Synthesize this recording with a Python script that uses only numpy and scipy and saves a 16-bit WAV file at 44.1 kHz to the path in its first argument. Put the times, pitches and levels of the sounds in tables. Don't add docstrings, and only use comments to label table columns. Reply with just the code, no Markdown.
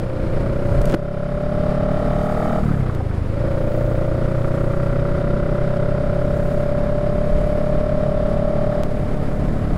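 import sys
import numpy as np
from scipy import signal
from scipy.fft import rfft, irfft, next_fast_len
from scipy.io import wavfile
from scipy.ndimage import uniform_filter1d

SR = 44100
rng = np.random.default_rng(int(sys.argv[2]) if len(sys.argv) > 2 else 0)


def generate_wav(sig):
    pcm = np.round(np.clip(np.atleast_2d(sig).T, -1, 1) * 32767).astype(np.int16)
    wavfile.write(sys.argv[1], SR, pcm)


N = 430857
TIME = np.arange(N) / SR
CUTOFF_HZ = 15900
MID_SPEED = 32.64
# (time [s], engine speed [four-stroke cycles/s])
ENGINE_SPEED = [(0.0, 30.55), (0.15, 29.21), (0.35, 30.49), (0.97, 33.28), (2.0, 36.52), (2.6, 38.91),
                (2.9, 30.53), (3.1, 26.18), (3.25, 24.7), (3.5, 30.88), (3.62, 29.13), (4.6, 31.01),
                (5.8, 32.97), (7.0, 34.63), (8.2, 35.94), (8.82, 36.89), (8.85, 35.4), (9.77, 35.8)]


def from_db(db):
    return 10 ** (np.asarray(db) / 20)


def rms_one(x):
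    return x / np.sqrt(np.mean(x ** 2) + 1e-20)


def even(x):
    return x / np.sqrt(uniform_filter1d(x * x, size=SR // 7) + 1e-20)


def curve(rows):
    return np.interp(TIME, *np.transpose(rows))


def swell(centre_s, half_s):
    return np.exp(-np.minimum(((TIME - centre_s) / half_s) ** 2, 20))


def drift(rate_hz):
    hop, warm_up = 40, 2000
    pole = np.exp(-2 * np.pi * hop * rate_hz / SR)
    steps = rng.standard_normal(N // hop + warm_up + 2)
    slow = signal.lfilter([1], [1, -2 * pole, pole * pole], steps)[warm_up:]
    return np.interp(np.arange(N) / hop, np.arange(len(slow)), rms_one(slow))


def cut(x, hz, kind, order=2):
    return signal.sosfilt(signal.butter(order, hz, kind, fs=SR, output="sos"), x)


def noise(colour):
    hz, db = np.transpose(colour)
    size = next_fast_len(N)
    bin_hz = np.arange(size // 2 + 1) * SR / size + 1
    gain = from_db(np.interp(np.log(bin_hz), np.log(hz), db))
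    gain /= 1 + (bin_hz / hz[-1] / 2) ** 4
    return rms_one(irfft(rfft(rng.standard_normal(size)) * gain, size)[:N])


def resonate(x, modes):
    out = 0
    for hz, width_hz, db in modes:
        r = np.exp(-np.pi * width_hz / SR)
        poles = [1, -2 * r * np.cos(2 * np.pi * hz / SR), r * r]
        out = out + from_db(db) * (1 - r * r) / 2 * signal.lfilter([1, 0, -1], poles, x + 1e-18)
    return out


def clicks(times, db):
    return np.bincount(np.clip(np.round(times * SR).astype(int), 0, N - 1), from_db(db), N)


def puffs(times, db, decay_s):
    envelope = signal.lfilter([1], [1, -np.exp(-1 / (decay_s * SR))], clicks(times, db) + 1e-18)
    return envelope * rng.standard_normal(N)


def stroke(cycle, at, width):
    offset = (cycle - at + .5) % 1 - .5
    return np.exp(-(offset / width) ** 2)


def surge(cycle, hz, at, length):
    radians_per_cycle = 2 * np.pi * hz / curve(ENGINE_SPEED)
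    nearest = (cycle - at + .5) % 1 - .5
    return sum(np.cos(radians_per_cycle * offset) * np.exp(-np.abs(offset) / length)
               for offset in (nearest, nearest - np.sign(nearest)))


def level(voice, speed, throttle):
    voices = {"thump": (-20, 25.5, 0.54, 13, 1.0), "burble": (-41.5, 39, 0.67, -32, 0.61),
              "boom": (-24.5, 37.5, 1.5, -0.5, 2), "growl": (-29.5, 36.5, 1.6, 40, 1.0),
              "drone": (-43, 35.6, 4, -18.5, 0.85), "hum": (-33, 32, 0.7, 8.5, 1.0),
              "howl": (-36, 38.7, 2, 17, 1.0), "whine": (-42, 32, 0.6, -0.5, -8),
              "ring": (-45, 41, 0.5, 13.5, 2.2), "buzz": (-61, 52, 1, 0, 0),
              "blat": (-22.8, 29.5, 3.6, 20, .8), "honk": (-22.0, 36.0, 0.8, 22, 0.8),
              "bark": (-27.5, 38.5, 3, 25.5, 1.0), "rasp": (-35, 31.5, 1.54, 14, 1.0),
              "crackle": (-57.5, 37, 1.8, -29.5, 0.67), "clatter": (-49.5, 40, 0.97, 11.5, 1.0)}
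    db, best_speed, off_speed_db, shut_db, open_at = voices[voice]
    return db - off_speed_db * np.abs(speed - best_speed) - shut_db * np.maximum(1 - throttle / open_at, 0)


def thump(cycle, speed, throttle):
    faster = speed - MID_SPEED
    airbox_hz = 143.2 + 5 * faster - 12 * (1 - throttle)
    burble_hz = 122.3 * np.exp(0.055 * faster)
    swing = even(-surge(cycle, airbox_hz, at=0.0029, length=0.14 + 0.069 * throttle))
    burble = even(-surge(cycle, burble_hz, at=0.018, length=0.12))
    boom = even(-surge(cycle, 6.32 * speed, at=0.0014, length=0.24))
    return (from_db(level("thump", speed, throttle)) * swing
            + from_db(level("burble", speed, throttle) + 1.3 * drift(40)) * burble
            + from_db(level("boom", speed, throttle) - 8) * boom)


def pipes(cycle, speed, throttle):
    modes = {"growl": (7.24, -0.1345, 0.38), "drone": (7.45, -0.141, 0.32), "hum": (12.1, 0.1137, 0.066),
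             "howl": (13.8, -0.211, 0.086), "whine": (20.65, 0.2144, 0.22), "ring": (29.5, 0.24, 0.072),
             "buzz": (48.4, .3, 0.093)}
    return sum(from_db(level(voice, speed, throttle)) * rms_one(surge(cycle, multiple * speed, at, length))
               for voice, (multiple, at, length) in modes.items())


def gear_whine(cycle, speed, throttle):
    # (pitch [x cycle rate], level on load [dB], centre speed [cycles/s],
    # loss off it [dB per cycle/s, negative = gain])
    overtones = [(7, -40.5, 37, 1), (8, -43, 38, -0.2), (11, -43, 35.6, -1), (25, -58, 33.5, 6),
                 (27, -56, 38, 2.5), (28, -51, 37, 3.3), (30, -53.5, 27, -0.5), (31, -49, 36, 3.5),
                 (35, -51.5, 30.5, 3), (38, -54.5, 25, 3), (45, -53, 33, 5), (46, -54, 56, 2.2),
                 (47, -58, 35, 2.3), (48, -53.5, 50, 0.5), (49, -57, 39, -0.7), (57, -59, 35, 1.5)]
    shut_loss_db, open_at = 17, 0.83
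    tones = 0
    for multiple, db, centre_speed, off_speed_db in overtones:
        gain = from_db(db - off_speed_db * np.abs(speed - centre_speed))
        tones += gain * np.cos(2 * np.pi * (multiple * cycle + rng.random()))
    return np.sqrt(2) * tones * from_db(-shut_loss_db * np.maximum(1 - throttle / open_at, 0))


def valve_pulses(cycle, at, uneven_db, jitter_s):
    times = np.interp(np.arange(1, int(cycle[-1])) + at, cycle, TIME)
    chance = rng.standard_normal((len(times), 2))
    return clicks(times + jitter_s * chance[:, 0], uneven_db * chance[:, 1])


def intake_blat(cycle, speed, throttle):
    hz = 574.6 - 89 * (1 - throttle)
    first = surge(cycle, hz, at=-0.1396, length=0.11)
    second = surge(cycle, hz, at=0.245, length=0.18)
    return from_db(level("blat", speed, throttle)) * even(first + 0.29 * second)


def intake_honk(cycle, speed, throttle, turbulence):
    # (pitch [Hz], width [Hz], gain [dB])
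    tract = [(611.5, 5.3, 22), (730, 30, -13)]
    onset_speed, choke_throttle = 31.8, 0.84
    faster = speed - MID_SPEED
    tone = even(surge(cycle, hz=581.7 + 4.2 * faster, at=0.1493, length=0.23 * np.exp(0.017 * faster)))
    breath = 0.09 * rms_one(resonate(turbulence, tract))
    db = level("honk", speed, throttle) + 0.43 * drift(25)
    db -= 1.5 * np.maximum(onset_speed - speed, 0)
    db -= 9.5 * np.maximum(throttle - choke_throttle, 0)
    return from_db(db) * (tone + breath)


def intake_rasp(cycle, speed, throttle, turbulence):
    # (place [cycles], relative level [dB])
    valves = [(-.088, -5.5), (-.0374, -0.5), (0.061, -2), (0.1241, -4.5), (.235, -6.5)]
    # (pitch [Hz], width [Hz], gain [dB])
    tract = [(1030, 100, -13), (1197, 116, 19), (1362, 96, 22.5), (1650, 200, -19.5), (1960, 150, 6)]
    pulses = sum(from_db(db) * valve_pulses(cycle, at, uneven_db=2.5, jitter_s=12e-6) for at, db in valves)
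    ring = resonate(rms_one(pulses) + 0.09 * turbulence, tract)
    rasp = even(cut(cut(ring, 750, "high"), 2160, "low", order=4))
    return from_db(level("rasp", speed, throttle) - 2) * rasp


def intake(cycle, speed, throttle):
    turbulence = rms_one(stroke(cycle, at=0.03, width=0.35) * rng.standard_normal(N))
    valves_open = 1 - 0.5 * stroke(cycle, at=0.63, width=0.14)
    body = intake_blat(cycle, speed, throttle) + intake_honk(cycle, speed, throttle, turbulence)
    return valves_open * body + intake_rasp(cycle, speed, throttle, turbulence)


def bark(cycle, speed, throttle):
    # (pitch [Hz], place [cycles], ring length [cycles], share [ratio])
    modes = [(817, 0.37, 0.18, 0.84), (701.6, 0.2648, 0.32, 0.6), (1200, .33, 0.061, .8),
             (1341, -.17, 0.084, 0.78), (1275, .04, 0.058, 0.78), (1880, .13, 0.062, 0.26)]
    throat = sum(share * surge(cycle, hz, at, length) for hz, at, length, share in modes)
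    throat = even(throat * from_db(1.8 * drift(140)))
    rush = stroke(cycle, at=0.16, width=0.61) * rng.standard_normal(N)
    rush = from_db(-15) * rms_one(cut(rush, [1050, 1900], "band"))
    return from_db(level("bark", speed, throttle)) * (throat + rush)


def clatter(cycle, speed, throttle):
    # (pitch [Hz], width [Hz], gain [dB])
    metalwork = [(2340, 77, 1), (3100, 190, -2), (3600, 160, -3), (3840, 100, -12), (4620, 100, -4),
                 (5130, 140, -8)]
    rattle = rng.standard_normal(N) * (1 + 1.25 * stroke(cycle, at=0.087, width=0.05))
    ring = rms_one(cut(resonate(rattle, metalwork), 5400, "low", order=4))
    return from_db(level("clatter", speed, throttle)) * ring


def valve_rattle(cycle):
    # (pitch [Hz], width [Hz], gain [dB])
    modes = [(2360, 84, 2), (2840, 110, -10), (4100, 210, -12)]
    level_db, visor_shut_s, fade_s = -54.5, 0.945, 0.018
    taps = stroke(cycle, at=-0.027, width=0.12) * rng.standard_normal(N)
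    ring = rms_one(cut(resonate(taps, modes), [2000, 4700], "band"))
    return from_db(level_db) * ring * np.clip((visor_shut_s - TIME) / fade_s, 0, 1)


def wind(cycle):
    # (frequency [Hz], relative level [dB])
    buffet_colour = [(12, 6), (22, -5), (36, -0.5), (50, -12.5), (75, -10.5), (130, -15.5), (260, -39.5)]
    roar_colour = [(40, -29), (80, 0), (150, 4), (260, 3), (400, -2), (600, -3), (850, -12.5),
                   (1300, -15.5), (2000, -22.5), (2800, -46.5), (6000, -52)]
    hiss_colour = [(900, -1), (2200, 7), (2800, 1.5), (4000, -2.5), (5200, -4.5), (6000, -12.5),
                   (10000, -12.5), (12000, -19), (16000, -54)]
    # (time [s], half length [s], rumble change [dB])
    gusts = [(0.114, 0.085, -5), (0.383, 0.04, 6.5), (0.807, 0.089, 10.5), (2.334, 0.15, -3),
             (3.078, 0.26, -5.5), (3.404, 0.061, -0.5), (7.346, 0.098, 6), (7.776, 0.04, 4.5)]
    # (time [s], level [dB])
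    roar_levels = [(0, -29), (.93, -26), (1.05, -31.5), (2.0, -28.5), (2.55, -26), (2.8, -28), (4.0, -28.5),
                   (5.5, -27.5), (7.3, -28.5), (8.8, -27.5), (9.77, -27)]
    split_hz, growth_db_per_s = 58.5, 0.18
    eddies = drift(30)
    roar_db = curve(roar_levels)
    gusts_db = sum(db * swell(s, half_s) for s, half_s, db in gusts)
    buffet_db = -21 + growth_db_per_s * (TIME - TIME.mean())
    buffet = from_db(buffet_db) * even(cut(noise(buffet_colour), 8.6, "high"))
    rumble = from_db(gusts_db) * cut(buffet, split_hz, "low", order=3)
    flutter_db = 0.48 * gusts_db + 1.4 * (roar_db - roar_db.mean())
    flutter = from_db(flutter_db) * cut(buffet, split_hz, "high", order=3)
    roar = from_db(roar_db + 0.24 * gusts_db + 0.89 * eddies) * noise(roar_colour)
    valve_throb = stroke(cycle, at=0.12, width=0.068)
    hiss = from_db(-48.5 + 0.2 * gusts_db + 1.1 * eddies + 1.2 * valve_throb) * noise(hiss_colour)
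    return rumble + flutter + roar + hiss


def sizzle():
    # (frequency [Hz], relative level [dB])
    colour = [(3000, -31), (6500, 6), (10000, 3), (13000, -0.5), (16000, -7)]
    # (time [s], half length [s], body level [dB], top band level [dB])
    swells = [(.8, 0.18, -62, -83), (2.43, 0.34, -58.5, -80), (3.802, 0.26, -66.5, -64),
              (4.6, 0.38, -65, -82), (6.47, 0.21, -62, -68), (7.45, 0.28, -66, -79), (9.3, 0.67, -68, -82)]
    body_gain = from_db(-68) + sum(from_db(db) * swell(s, half_s) for s, half_s, db, _ in swells)
    top_gain = sum(from_db(db) * swell(s, half_s) for s, half_s, _, db in swells)
    top = rms_one(cut(rng.standard_normal(N), [14000, CUTOFF_HZ], "band"))
    return from_db(1.1 * drift(40)) * (body_gain * noise(colour) + top_gain * top)


def knocks():
    # (time [s], tick drive [dB], ring drive [dB])
    contacts = [(0.816, -22.5, -46), (0.855, -19, -32), (.875, -33, -45), (0.901, -41, -24),
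                (0.923, -38, -27), (0.928, -35, -23), (.941, -25, -8.5), (.945, -25, -7), (0.947, -24, -14),
                (2.949, -31, -27), (9.331, -42, -43)]
    # (pitch [Hz], width [Hz], gain [dB])
    shell = [(171, 65, 3.5), (333, 47, 7), (566, 83, -2), (1130, 56, -31.5), (1760, 3600, -10),
             (3240, 1220, 6)]
    times, tick_db, ring_db = np.transpose(contacts)
    ticks = cut(puffs(times, tick_db, decay_s=0.0024), [1500, 8500], "band", order=1)
    ring = cut(resonate(clicks(times, ring_db), shell), 1180, "low", order=4)
    return from_db(-5) * ticks + from_db(40.5) * ring


def visor_scrape():
    # (time [s], half length [s], level [dB])
    slides = [(0.906, 0.039, -42.5)]
    slips_per_s = 780
    slips = (rng.random(N) < slips_per_s / SR) * rng.standard_normal(N)
    rattle = rms_one(cut(slips + 1e-18, [1000, 3400], "band", order=1))
    return sum(from_db(db) * swell(s, half_s) for s, half_s, db in slides) * rattle


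def exhaust_crackle(cycle, speed, throttle):
    # (pitch [Hz], width [Hz], gain [dB])
    exhaust = [(1170, 63, -8), (1264, 90, -1.5), (1480, 110, -2.5), (2050, 200, -15)]
    # (time [s], drive [dB])
    pops = [(2.862, -11), (2.896, -8), (3.110, -10)]
    tone = rms_one(surge(cycle, hz=1320, at=0.25, length=0.068))
    gas = stroke(cycle, at=0.24, width=0.24) * rng.standard_normal(N)
    sputter = rms_one(resonate(gas, exhaust))
    rasp = from_db(level("crackle", speed, throttle)) * rms_one(tone + 1.3 * sputter)
    popping = resonate(puffs(*np.transpose(pops), decay_s=0.006), exhaust)
    return cut(rasp + popping, 2100, "low", order=4)


def gear_change():
    # (time [s], drive [dB])
    clunks = [(2.862, -13), (3.002, -7)]
    # (pitch [Hz], width [Hz], gain [dB])
    gearbox = [(290, 90, 2), (520, 130, 3), (720, 97, -10), (870, 89, -10)]
    impacts = puffs(*np.transpose(clunks), decay_s=0.009)
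    return cut(resonate(impacts, gearbox), 970, "low", order=4)


def sharp_click():
    # (time [s], drive [dB])
    impulse = [(8.8353, -12)]
    return from_db(12.5) * cut(clicks(*np.transpose(impulse)), 2500, "low", order=1)


def scene():
    # (time [s], throttle [0 shut - 1 open])
    twist_grip = [(0, 0.55), (.35, 0.64), (.7, 0.71), (1.05, 0.99), (2.595, 1.0), (2.625, 0.14),
                  (2.9, 0.17), (3.22, 0.12), (3.34, 0.73), (3.55, 0.82), (4.2, 0.97), (5.5, 0.98),
                  (7.2, 0.79), (8.815, 0.81), (8.845, 0.56), (9.77, 0.28)]
    speed, throttle = curve(ENGINE_SPEED), curve(twist_grip)
    cycle = np.cumsum(speed) / SR
    parts = (thump, pipes, gear_whine, intake, bark, exhaust_crackle, clatter)
    engine = sum(part(cycle, speed, throttle) for part in parts)
    bike = engine + valve_rattle(cycle) + gear_change()
    return (bike + wind(cycle) + sizzle() + knocks() + visor_scrape() + sharp_click())[None]


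def gain_control(x):
    limit_db, recovery_db_per_s, attack_s = -4.5, 8, 0.0032
    over_db = np.maximum(20 * np.log10(np.abs(x).max(axis=0) + 1e-9) - limit_db, 0)
    climb_db = recovery_db_per_s * TIME
    held_db = np.maximum.accumulate(over_db + climb_db) - climb_db
    lag = np.exp(-1 / (attack_s * SR))
    return x * from_db(-signal.lfilter([1 - lag], [1, -lag], held_db + 1e-18))


def record(dry):
    ceiling = 0.48
    ducked = gain_control(dry)
    rounded = ducked / (1 + (ducked / ceiling) ** 6) ** (1 / 6)
    return signal.sosfilt(signal.ellip(12, .1, 90, CUTOFF_HZ, fs=SR, output="sos"), rounded)


dry = scene()
out = record(dry)
generate_wav(out)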